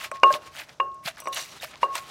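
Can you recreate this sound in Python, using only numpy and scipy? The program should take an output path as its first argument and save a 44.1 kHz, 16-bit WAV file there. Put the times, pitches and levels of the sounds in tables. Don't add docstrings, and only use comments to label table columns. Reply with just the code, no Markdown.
import sys
import numpy as np
from scipy import signal
from scipy.fft import rfft, irfft, next_fast_len
from scipy.io import wavfile
from scipy.ndimage import uniform_filter1d, map_coordinates

SR = 44100
rng = np.random.default_rng(int(sys.argv[2]) if len(sys.argv) > 2 else 0)


def inscribe(sig):
    pcm = np.round(np.clip(np.atleast_2d(sig).T, -1, 1) * 32767)
    wavfile.write(sys.argv[1], SR, pcm.astype(np.int16))


def makeup_ratio(level_db):
    decades = np.asarray(level_db, float) / 20
    return 10 ** decades


N = 92610


def unit(x):
    return x / np.sqrt(np.mean(x ** 2) + 1e-20)


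def along(points, hz):
    f, v = np.transpose(points)
    return np.interp(np.log(hz + 1), np.log(f + 1), v)


def coloured(x, points, tilt_db=0):
    m = next_fast_len(len(x) + 8192)
    hz = np.fft.rfftfreq(m, 1 / SR)
    gain = makeup_ratio(along(points, hz) + tilt_db * np.log2((hz + 1) / 3000))
    return unit(irfft(rfft(x, m) * gain, m)[:len(x)])


def ring(t, hz, db, t60, attack_s=0.0024):
    return makeup_ratio(db - 60 * t / t60) * np.sin(2 * np.pi * hz * t) * (1 - np.exp(-t / attack_s))


def resonate(x, hz, q):
    b, a = signal.iirpeak(hz, q, SR)
    return signal.lfilter(b, a, x)


def add(track, s, sound):
    k = round(s * SR)
    track[k:k + len(sound)] += sound[:N - k]


def grit(n):
    grains_per_s, spread_db, hiss_share = 2500, 3.5, 0.5
    middle_hz, spread_octaves, cycles = 3482, 1.353, 3.4
    u = rng.random((round(n * grains_per_s / SR), 3))
    hz = middle_hz * 2 ** (spread_octaves * rng.standard_normal(len(u)))
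    hz = np.clip(hz, 400, 15000)[:, None]
    k = np.arange(96)
    level = makeup_ratio(-spread_db * np.log(u[:, 1:2] + 0.09))
    wiggles = level * np.sin(2 * np.pi * (hz * k / SR + u[:, 2:])) * np.exp(-k * hz / SR / cycles)
    places = (u[:, :1] * n).astype(int) + k
    spec = rfft(np.bincount(places.ravel(), wiggles.ravel())[:n])
    spec /= np.sqrt(np.abs(uniform_filter1d(np.abs(spec) ** 2, size=n // 40)) + 1e-9)
    return unit(irfft(spec, n)) + hiss_share * rng.standard_normal(n)


def mortar():
    # start in seconds, thud in dB, bell in dB, share of the twin mode,
    # seconds it rings freely.
    knocks = [(0, -55, -43, -0.1, 0.096), (0.1146, -25.5, -31, -0.055, 0.29),
              (0.2328, -2.5, -7, -0.02, 0.082), (.303, -19.5, -23.5, -0.3, 0.065),
              (0.348, -23, -48.5, 0, 0.061), (.452, -71, -42, -0.77, 0.065),
              (0.7997, -14.5, -23, 2.5, .255), (1.22, -34, -43.5, -0.1, 0.13),
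              (1.256, -28, -39.5, -0.1, 0.089), (1.2714, -17.5, -27.5, 0.64, 0.054),
              (1.83, -11, -24.5, 1.7, .3), (1.954, -27, -83, 4.1, 0.085)]
    # upper ring over the thud in dB, hollow side mode in dB,
    # t60 of the twin in seconds.
    spots = [(-16, -4, .2), (-33.5, -19.5, 0.14), (-7.5, -3.5, 0.6), (-38.5, -32, 0.11), (-37, -24, .3),
             (-30, -20, 0.18), (-9.5, -0.5, 0.12), (-15, -11, 0.24), (-31, -7, 0.15), (-24, -6.5, 0.1),
             (-12.5, 9.5, 0.37), (-38, 10.5, 0.083)]
    hardness = [-6, -2, 0, -18, -15, -10, -3, -14, -12, -16, -17, -6]
    # Hz, level in dB, t60 in seconds.
    thud_modes = [(366, -34.5, 0.49), (404.4, -26, 0.15), (548.4, -16, 0.14), (617, -0.5, 0.022),
                  (766, -8, 0.02), (1162, -6, 0.057), (1640, -8, 0.016), (1713, 7, 0.0027),
                  (1516, -12.5, 0.03), (1937, -12.5, 0.018), (3696, -22, 0.022), (4800, -5.5, 0.0057)]
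    # Hz, level in dB, t60 in seconds.
    upper_modes = [(2814, 3.5, 0.056), (2780, -17.5, .25)]
    # Hz, level in dB per Hz.
    crack_colour = [(120, -46.5), (350, -8), (600, 6), (2500, 13), (3500, -10), (8000, -21.5),
                    (16000, -80.5)]
    # Hz, level in dB per Hz.
    table_colour = [(180, -51), (340, -9.5), (600, -6), (900, -9.5), (1700, -18.5), (2500, -47.5)]
    crack_db, crack_t60, crack_rise_s = 1, 0.018, 0.0012
    table_db, table_t60, damped_t60 = -24, 0.36, 0.05
    out, t = np.zeros(N), np.arange(SR // 2) / SR
    for knock, spot, hard_db in zip(knocks, spots, hardness):
        s, thud_db, bell_db, twin, free_s = knock
        upper_db, hollow_db, twin_t60 = spot
        body = np.zeros(len(t))
        for hz, db, t60 in thud_modes:
            bright_db = hard_db * max(np.log2(hz / 1300), 0)
            body += ring(t, hz, db + rng.normal(0, 0.85) + bright_db, t60)
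        for hz, db, t60 in upper_modes:
            body += ring(t, hz, db + upper_db, t60)
        crack = coloured(rng.standard_normal(len(t)), crack_colour)
        crack_fade = makeup_ratio(crack_db + hard_db / 2 - 60 * t / crack_t60)
        body += crack_fade * (1 - np.exp(-t / crack_rise_s)) * crack
        body -= ring(t, 966.4, hollow_db, 0.028, 0.0032)
        bell = ring(t, 1087.5, bell_db, 0.62, 0.0015)
        bell += twin * ring(t, 1098, bell_db, twin_t60, 0.0011)
        damping = makeup_ratio(-60 * np.maximum(t - free_s, 0) / damped_t60)
        add(out, s, (makeup_ratio(thud_db) * body + bell) * damping)
        shudder = coloured(rng.standard_normal(len(t)), table_colour)
        add(out, s, makeup_ratio(thud_db + table_db - 60 * t / table_t60) * shudder)
    return out


def bumps():
    # start in seconds, peak in dB, Hz, t60 in seconds.
    notes_of_bowl = [(.1155, -17, 618, 0.029), (.304, -16, 592, 0.071), (.304, -20, 1600, 0.043),
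                     (.347, -22.5, 605, 0.11), (.06, -37, 620, .06), (1.075, -28, 653, 0.089),
                     (1.634, -35, 580, 0.047), (1.648, -37.5, 630, 0.085), (1.757, -35, 1020, 0.026),
                     (1.957, -32, 670, 0.075), (1.9533, -15, 1350, .016), (1.9533, -17, 2300, .011),
                     (1.9533, -23, 3600, .01), (0.63, -38, 870, 0.018), (1.0595, -24, 3900, 0.012),
                     (1.6, -23, 3700, 0.014), (.2335, -4.5, 1550, 0.013)]
    out, t = np.zeros(N), np.arange(SR // 8) / SR
    for s, db, hz, t60 in notes_of_bowl:
        add(out, s, ring(t, hz, db, t60))
    return out


def pestle():
    # peak in seconds, level in dB, rise in seconds, fall in seconds, tilt in dB per octave.
    blows = [(0.046, -30.5, 0.036, 0.014, 0), (0.163, -46.5, 0.028, 0.017, -2.5),
             (.335, -38.5, 0.019, 0.019, 3), (0.59, -36, 0.03, 0.029, 0), (.695, -50.5, 0.019, 0.024, -2.5),
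             (1.058, -38.5, 0.0099, 0.012, 3.5), (1.079, -29.5, 0.016, 0.017, -0.5),
             (1.184, -43.5, 0.0072, 0.017, -1.5), (1.329, -37, 0.0019, 0.03, 4),
             (1.371, -30.5, 0.013, 0.019, -2), (1.41, -42, 0.054, 0.082, 2), (1.64, -34.5, 0.024, 0.023, 1),
             (1.745, -44, 0.02, 0.0096, -4.5), (1.936, -47, .006, 0.12, 2), (1.98, -33, 0.025, 0.015, 0)]
    # Hz, level in dB per Hz.
    salad_colour = [(180, -61), (300, -22), (433, -29.5), (616, -5.5), (920, -10), (1800, -4.5), (2270, -4),
                    (14300, -23.5), (16400, -30)]
    clump_db, clumps_per_s = 2.5, 70
    lead = SR // 4
    out, t = np.zeros(N + SR), np.arange(-lead, lead) / SR
    for s, db, rise, fall, tilt_db in blows:
        shape = np.exp(-np.abs(t / np.where(t < 0, rise, fall)) ** 1.21)
        k = round(s * SR)
        out[k:k + len(t)] += makeup_ratio(db) * shape * coloured(grit(len(t)), salad_colour, tilt_db)
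    steps = rng.standard_normal(round(N * clumps_per_s / SR) + 4)
    clumps = map_coordinates(steps, [np.arange(N) * clumps_per_s / SR])
    return out[lead:lead + N] * makeup_ratio(clump_db * clumps)


def scrape():
    # time in seconds, level in dB.
    drag_level = [
        (1.318, -74),
        (1.326, -41),
        (1.37, -34.5),
        (1.41, -35),
        (1.45, -47.5),
        (1.48, -53.5),
        (1.521, -49.5),
        (1.57, -71),
    ]
    # Hz, width in Hz, level in dB.
    sung_modes = [(1092, 29, -3), (2840, 130, -2), (4060, 820, 5), (5730, 220, 1.5), (6260, 250, -7.5),
                  (7210, 200, -12)]
    s, db = np.transpose(drag_level)
    drag, sung = grit(N), np.zeros(N)
    for hz, width_hz, level in sung_modes:
        sung += makeup_ratio(level) * unit(resonate(drag, hz, hz / width_hz))
    return makeup_ratio(np.interp(np.arange(N) / SR, s, db, -120, -120)) * unit(sung)


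def snaps():
    # start in seconds, peak in dB, Hz, t60 in seconds.
    short_snaps = [(0.05, -33, 2020, 0.0075), (.17, -37, 4560, 0.014), (.2, -43, 4800, 0.0052),
                   (0.327, -16.5, 5400, 0.0079), (0.34, -15.5, 2800, 0.021), (0.694, -33, 3270, 0.014),
                   (.918, -51, 4000, 0.011), (0.945, -45.5, 8350, 0.018), (1.0607, -17, 4570, 0.0041),
                   (1.08, -28, 1430, 0.0055), (1.1605, -41, 5900, .005), (1.17, -36, 5000, 0.0054),
                   (1.284, -36, 9100, 0.021), (1.631, -30, 660, 0.052), (1.6457, -28, 1490, 0.013),
                   (1.693, -42, 7800, 0.016), (1.757, -29, 2760, 0.0024), (1.9535, -22, 1500, .02),
                   (1.9537, -24, 3000, .012), (.5517, -46, 1950, 0.0078), (0.5779, -45, 1860, .012),
                   (1.184, -41, 1280, 0.0089), (1.192, -36, 1500, .015), (1.203, -39, 700, 0.029),
                   (1.266, -38, 4560, 0.015), (1.2794, -43, 2800, .01), (1.3642, -22.5, 2830, .015),
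                   (1.372, -23.5, 2540, 0.0036), (1.624, -40, 1600, .01), (.1155, -34.5, 2200, .012),
                   (1.038, -47, 11400, 0.029), (1.173, -34, 1480, 0.017), (1.075, -51, 630, 0.031),
                   (1.055, -37.5, 140, 0.046), (0.566, -28, 2700, 0.0095), (0.6173, -29.5, 1950, 0.046),
                   (1.2042, -37.5, 9500, 0.013), (1.882, -42, 1480, 0.019), (.1155, -24, 754, 0.025),
                   (1.3462, -23.5, 11100, .012), (1.408, -36.5, 11800, 0.11), (1.898, -58, 4530, 0.0066)]
    tip = 2.5
    out, t = np.zeros(N), np.arange(SR // 8) / SR
    for s, db, hz, t60 in short_snaps:
        push = rng.standard_normal(len(t)) * (1 + tip * np.exp(-t * hz))
        body = resonate(resonate(push, hz, 2.2) + 0.034 * push, hz, 2.2)
        snap = makeup_ratio(-60 * t / t60) * body
        add(out, s, makeup_ratio(db) * snap / np.abs(snap).max())
    return out


def clinks():
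    # start in seconds, level in dB, favoured Hz, share of the full ring length.
    touches = [(0.1147, -40, 8800, 0.31), (1.2022, -37, 10000, .6), (1.215, -48, 9500, .7),
               (1.2385, -48, 9000, .3), (1.245, -46, 7000, .3), (1.2555, -45, 6500, .25),
               (1.272, -44, 5860, 0.74), (1.329, -33, 2970, 0.64), (1.408, -42.5, 6000, 0.4),
               (1.929, -55, 6800, 0.51), (1.9545, -27, 6300, .25), ]
    # Hz, level in dB, t60 in seconds.
    high_modes = [(2900, 0.5, 0.097), (3600, 1.5, 0.048), (5830, -1.5, 0.11), (8190, -4.5, 0.097),
                  (10750, -2.5, .03), (12000, -7, 0.044), (13500, -8, .03), (15300, -6, .025)]
    focus_db, roughness = 13, 1.1
    out, t = np.zeros(N), np.arange(SR // 8) / SR
    for s, db, centre_hz, life in touches:
        flutter = uniform_filter1d(rng.standard_normal((len(high_modes), len(t))), size=90)
        rough = 1 + roughness * unit(flutter)
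        for (hz, level, t60), r in zip(high_modes, rough):
            detune, scatter = rng.standard_normal(2)
            mode_db = db + level - focus_db * np.log2(hz / centre_hz) ** 2 + 2 * scatter
            add(out, s, r * ring(t, hz * (1 + 0.0098 * detune), mode_db, t60 * life, 0.0001))
    return out


def rustle():
    # time in seconds, level in dB.
    slide_level = [(0.0, -53), (0.21, -58.5), (0.33, -40.5), (0.45, -53.5), (0.68, -61), (0.781, -59.5),
                   (0.86, -72), (1.05, -68.5), (1.09, -60.5), (1.19, -55), (1.24, -62.5), (1.46, -51.5),
                   (1.75, -55.5), (2.1, -53.5)]
    # Hz, level in dB per Hz.
    shred_colour = [(760, -9.5), (1300, -4), (1410, -8.5), (1620, -8.5), (3910, -9), (11300, -24),
                    (16400, -34)]
    s, db = np.transpose(slide_level)
    flutter = map_coordinates(rng.standard_normal(200), [np.arange(N) * 40 / SR])
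    level = makeup_ratio(np.interp(np.arange(N) / SR, s, db) + 4.5 * flutter)
    return level * coloured(grit(N) + 0.95 * rng.standard_normal(N), shred_colour)


def room(x):
    # Hz, t60 in seconds.
    decay = [(300, 0.21), (2000, 1), (10000, 0.033)]
    hz, t, z = signal.stft(rng.standard_normal(SR // 2), SR, nperseg=256)
    tail = signal.istft(z * makeup_ratio(-60 * t / along(decay, hz)[:, None]), SR, nperseg=256)[1]
    late = np.pad(x, (200, 0))
    return signal.fftconvolve(late, tail / np.linalg.norm(tail))[:N]


def kitchen():
    # Hz, level in dB per Hz.
    hum_colour = [(20, -23), (55, 13.5), (124, 8), (251, 5), (1590, -4.5), (2260, -34.5), (5830, -9.5),
                  (15100, -43), (16400, -30)]
    # Hz, width in Hz, level in dB.
    bowl_air = (615, 40, -65)
    hz, width_hz, db = bowl_air
    hum = makeup_ratio(-59) * coloured(rng.standard_normal(N), hum_colour)
    hollow = makeup_ratio(db) * unit(resonate(rng.standard_normal(N), hz, hz / width_hz))
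    motor = makeup_ratio(-65.5) * np.sin(2 * np.pi * 140 * np.arange(N) / SR)
    return hum + hollow + motor


def scene():
    near = mortar() + bumps() + pestle() + scrape() + snaps() + clinks()
    return (near + makeup_ratio(-34) * room(near) + rustle() + kitchen())[None]


def low_pass(x):
    return signal.sosfilt(signal.butter(12, 16500, fs=SR, output="sos"), x)


def record(dry):
    low_hz, top_hz = 60, 16300
    hz = np.fft.rfftfreq(N, 1 / SR)
    response = (hz < top_hz) / np.sqrt(1 + (low_hz / (hz + 1)) ** 4)
    x = irfft(rfft(dry) * response, N)
    mix = x / (1 + np.abs(x) ** 10) ** (1 / 10)
    return low_pass(mix)


dry = scene()
out = record(dry)
inscribe(out)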